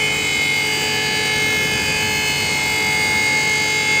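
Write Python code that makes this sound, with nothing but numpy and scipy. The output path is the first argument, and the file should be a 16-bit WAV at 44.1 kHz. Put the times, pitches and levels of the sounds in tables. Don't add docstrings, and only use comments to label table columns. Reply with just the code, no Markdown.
import sys
import numpy as np
from scipy.fft import rfft, irfft, next_fast_len
from scipy.io import wavfile
from scipy.ndimage import map_coordinates

SR = 44100
rng = np.random.default_rng(int(sys.argv[2]) if len(sys.argv) > 2 else 0)


def store_wav(level_fs):
    pcm = np.round(np.clip(np.atleast_2d(level_fs), -1, 1) * 32767)
    wavfile.write(sys.argv[1], SR, pcm.T.astype(np.int16))


N = 176400
TOP_HZ = 15620


def amp(db):
    return 10 ** (np.asarray(db) / 20)


def eq_at(points, hz):
    freqs, db = np.transpose(points)
    return np.interp(np.log(hz + 1), np.log(freqs + 1), db)


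def envelope(points):
    return np.interp(np.arange(N) / SR, *np.transpose(points))


def wobble(per_s, size=N):
    knots = rng.standard_normal(1024)
    return map_coordinates(knots, [np.linspace(0, N / SR * per_s, size) + 2], mode="wrap")


def filtered(x, response):
    size = next_fast_len(N + SR // 2)
    return irfft(rfft(x, size) * response(np.fft.rfftfreq(size, 1 / SR)), size)[..., :N]


def noise(eq):
    x = filtered(rng.standard_normal(N), lambda hz: amp(eq_at(eq, hz)))
    return x / x.std()


# f/Hz, relative level/dB
RUMBLE_EQ = [(10, -40), (30, -28), (40, -7), (52, -17), (65, -3), (90, 1.5), (125, -2.5), (170, -5.5),
             (215, -2), (260, -16.5), (400, -24), (900, -60)]
# t/s, level/dB
RUMBLE_RIDE = [(0, -41), (1.2, -42), (1.38, -34), (1.68, -33.5), (2.15, -34), (2.6, -38), (3.05, -35.5),
               (3.5, -40.5), (4, -46)]
def car_rumble():
    return amp(envelope(RUMBLE_RIDE) + 0.54 * wobble(per_s=8.7)) * noise(RUMBLE_EQ)


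# f/Hz, rms level/dB
HUM_PARTIALS = [(100, -45.5), (150, -60), (300, -41.5)]
def motor_hum():
    t = np.arange(N) / SR
    return sum(np.sqrt(2) * amp(db) * np.sin(2 * np.pi * (hz * t + rng.random()))
               for hz, db in HUM_PARTIALS)


# t/s, f/Hz
SHAFT_SPEED = [(0, 47.758), (.5, 47.744), (.7, 47.773), (1.1, 47.772), (1.43, 47.746), (2.8, 47.807),
               (4, 47.803)]
def shaft_rotation():
    speed = envelope(SHAFT_SPEED)
    return np.cumsum(speed) / SR, speed.mean()


# f/Hz, relative level/dB
RUSH_EQ = [(28, -35), (50, -9), (100, -10), (230, 0), (320, -6), (450, -4), (650, -10), (1000, -12.5),
           (1500, -12.5), (2200, -10), (3000, -14.5), (4000, -17.5), (6000, -20), (7500, -18.5),
           (9000, -23.5), (10500, -40), (12000, -39), (14500, -41)]
RUSH_DB, PULSE_DEPTH = -30, 0.19
def oil_rush(turns):
    pulse = 1 + PULSE_DEPTH * np.cos(2 * np.pi * turns)
    return amp(RUSH_DB + 0.89 * wobble(per_s=4.56)) * pulse * noise(RUSH_EQ)


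FADE_PER_S, FADE_PER_S_PER_KHZ = 1.503, 0.2996
FLUTTER_DEPTH, FLUTTER_PER_KHZ = 0.079, 0.016
def hall_path(hz, wet):
    def drift(per_s):
        return wobble(per_s, size=400) + 1j * wobble(per_s, size=400)
    khz = hz / 1000
    reflections = wet * drift(FADE_PER_S + FADE_PER_S_PER_KHZ * khz)
    flutter = (FLUTTER_DEPTH + FLUTTER_PER_KHZ * khz) * drift(per_s=26)
    gain = 1 + reflections + flutter
    gain = gain / np.abs(gain).mean() * np.exp(2j * np.pi * rng.random())
    return np.interp(np.arange(N), np.linspace(0, N, len(gain)), gain)


# f/Hz, level/dB before trim
BUZZ_NEXT = [(400, -41), (1400, -58.5), (2100, -66), (4800, -51), (6200, -51), (8500, -53), (9600, -58),
             (11800, -73.5), (14700, -64)]
BUZZ_SECOND = [(400, -53.5), (2100, -50), (5700, -59), (8500, -62.5), (9600, -64.5), (11800, -75),
               (14700, -63)]
BUZZ_FAR = [(400, -67), (1400, -52.5), (2100, -61), (3800, -57), (5700, -61.5), (7600, -61.5), (8600, -58),
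            (9600, -74), (11800, -77), (14700, -72)]
# shaft harmonic, level/dB before trim
SIDEBANDS = [(3, -38), (6, -57), (10, -46), (11, -48), (16, -42.5), (20, -47), (34, -40.5), (35, -45),
             (43, -36), (44, -39), (46, -45.5), (47, -31.5), (49, -45), (52, -31), (53, -41), (55, -44),
             (56, -39.5), (60, -51.5), (61, -36.5), (62, -46.5), (64, -49), (65, -42.6), (70, -43.2),
             (71, -50.5), (74, -45), (88, -54), (92, -42), (97, -46.5), (101, -43), (106, -44.5),
             (110, -45), (134, -43.5), (136, -40.5), (137, -56.5), (146, -63.5), (152, -43), (155, -48),
             (156, -43.5), (170, -47)]
# stroke harmonic, level/dB before trim and top cut
WHINE_PARTIALS = [(1, -35), (2, -33.5), (3, -49.5), (4, -36.5), (5, -23), (6, -35.0), (7, -32.5),
                  (8, -40.5), (9, -37.5), (10, -39), (11, -32), (12, -54), (13, -48.5), (14, -47),
                  (15, -43), (16, -44.5), (17, -47), (18, -43), (19, -45.5), (20, -48.5), (21, -48),
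                  (22, -60), (23, -66), (24, -58), (25, -59), (26, -58), (27, -71), (28, -50), (29, -64),
                  (30, -54), (31, -66), (32, -50), (33, -59), (34, -42.5), (35, -64), (36, -51)]
# f/Hz, gain/dB
WHINE_TOP_CUT = [(9500, 0), (12000, -3), (15000, -2)]
STROKES = 9
BUZZ_TRIM_DB, SIDEBAND_TRIM_DB, WHINE_TRIM_DB = -0.1, 0.18, -0.11
def pump_spectrum(shaft_hz):
    levels = {}
    for k in range(STROKES, int(TOP_HZ / shaft_hz) + 1):
        steps = min(k % STROKES, -k % STROKES)
        buzz = BUZZ_NEXT if steps == 1 else BUZZ_SECOND if steps == 2 else BUZZ_FAR
        levels[k] = eq_at(buzz, k * shaft_hz) + BUZZ_TRIM_DB
    levels.update({round(k): db + SIDEBAND_TRIM_DB for k, db in SIDEBANDS})
    for k, db in WHINE_PARTIALS:
        levels[STROKES * round(k)] = db + WHINE_TRIM_DB + eq_at(WHINE_TOP_CUT, k * STROKES * shaft_hz)
    return levels


# t/s, gain/dB
SWELL_1 = [(0.0, 1), (0.56, -3.7), (0.7, 2.5), (1.54, 3), (2.52, -1.2), (2.66, -12), (2.73, 0.5),
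           (3.15, -3.0), (3.57, 0.7), (3.99, -0.5)]
SWELL_2 = [(0.0, -1), (0.35, -8.2), (0.77, 0.5), (1.33, 0.5), (1.54, -5.5), (2.03, 2), (2.31, -1.4),
           (2.94, 3), (3.99, 2.5)]
SWELL_4 = [(0.0, -1), (0.63, -16), (0.7, -1), (1.05, 7.5), (2.24, 3), (2.52, -8), (2.66, -6), (3.01, 0),
           (3.36, 1.5), (3.99, -1.5)]
SWELL_5 = [(0, 0.5), (.2, -3.5), (.36, 1), (.56, 3.3), (.7, 0.5), (.82, -8), (1.05, -3.5), (1.2, -5.5),
           (1.43, 3), (1.63, 0.5), (1.75, -3), (1.96, -6), (2.15, -2), (2.38, -5.3), (2.52, -1),
           (2.95, 2.5), (3.43, 4), (3.72, 1), (4, 5.5)]
SWELL_6 = [(0.0, -2), (0.42, -1), (0.56, -6), (2.31, 6.5), (2.45, 2.5), (2.94, 0), (3.08, -19), (3.78, -9),
           (3.99, 3)]
SWELL_7 = [(0.0, 6.5), (0.7, 0.5), (0.84, 2.5), (2.38, 3.5), (2.59, -9), (3.29, -20), (3.5, -3), (3.99, -5)]
SWELL_11 = [(0, -14), (.35, -5), (.83, 3.5), (1.05, 1.5), (1.3, 1), (1.6, -6), (1.9, 4), (2.24, -13),
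            (2.45, -0.5), (2.58, -8), (2.75, 0.5), (4, 0)]
SWELL_15 = [(0, -13), (.45, -2), (1.1, -4), (1.7, 4), (2.25, -6), (2.65, -1), (3.4, 8.5), (4, 7)]
SWELL_34 = [(0, -7), (.45, -5), (.75, 0), (1.2, -4), (1.6, 4), (2.4, 0), (3, 0), (3.35, -13), (4, -7)]
# t/s, gain/dB
SWELL_BELOW_2 = [(0, -1), (.55, 0.5), (1.3, 4), (1.65, -2), (2.3, -1.5), (2.9, 4), (3.6, -4), (4, -6)]
SWELL_BELOW_5 = [(0.0, -2), (1.26, 1), (1.33, -11.7), (2.17, 1.4), (2.31, -4), (3.01, 6), (3.99, -3)]
SWELL_ABOVE_5 = [(0.0, 3), (0.63, -3.5), (1.33, 1.5), (1.68, -10), (2.03, 0), (2.1, -3), (2.45, -5),
                 (3.99, -1.9)]
SWELL_BELOW_6 = [(0.0, 3.5), (0.7, -3), (0.91, 0.5), (1.47, -3.5), (1.96, 5), (2.1, -5), (3.99, -5)]
SWELL_BELOW_7 = [(0.0, -19), (0.7, 5), (1.33, 3), (1.47, -17.9), (1.82, -8), (2.31, 4), (3.99, -2.5)]
SWELL_ABOVE_10 = [(0, -3), (.6, 3), (.85, -10), (1.5, -2), (1.78, -2), (2.25, 7.5), (2.8, 1), (4, 1.5)]
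SWELLS = {9: SWELL_1, 18: SWELL_2, 36: SWELL_4, 45: SWELL_5, 54: SWELL_6, 63: SWELL_7, 99: SWELL_11, 135:
          SWELL_15, 306: SWELL_34, 16: SWELL_BELOW_2, 43: SWELL_BELOW_5, 47: SWELL_ABOVE_5, 52:
          SWELL_BELOW_6, 61: SWELL_BELOW_7, 92: SWELL_ABOVE_10}
JITTER_TURNS, HALL_WET = 0.000079, 0.63
TREMOR_DB_PER_KHZ, RASP_DB_PER_KHZ = 0.0641, 0.14
def pump_whine(turns, shaft_hz):
    rotor = np.exp(2j * np.pi * (turns + JITTER_TURNS * wobble(per_s=57)))
    tilt_db_per_khz = TREMOR_DB_PER_KHZ * wobble(per_s=30) + RASP_DB_PER_KHZ * rotor.real
    harmonic_step = rotor * amp(tilt_db_per_khz * shaft_hz / 1000)
    levels = pump_spectrum(shaft_hz)
    tone, whine = np.ones(N, complex), np.zeros(N)
    for k in range(1, max(levels) + 1):
        tone = tone * harmonic_step
        if k in SWELLS:
            gain = amp(levels[k] + envelope(SWELLS[k]))
            whine += gain * (tone * hall_path(k * shaft_hz, wet=0)).real
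        elif k in levels:
            wet = HALL_WET if k > STROKES else 0
            whine += amp(levels[k]) * (tone * hall_path(k * shaft_hz, wet)).real
    return np.sqrt(2) * whine


def scene():
    turns, shaft_hz = shaft_rotation()
    return (pump_whine(turns, shaft_hz) + motor_hum() + oil_rush(turns) + car_rumble())[None]


def record(dry):
    return filtered(dry, lambda hz: hz < TOP_HZ)


dry = scene()
out = record(dry)
store_wav(out)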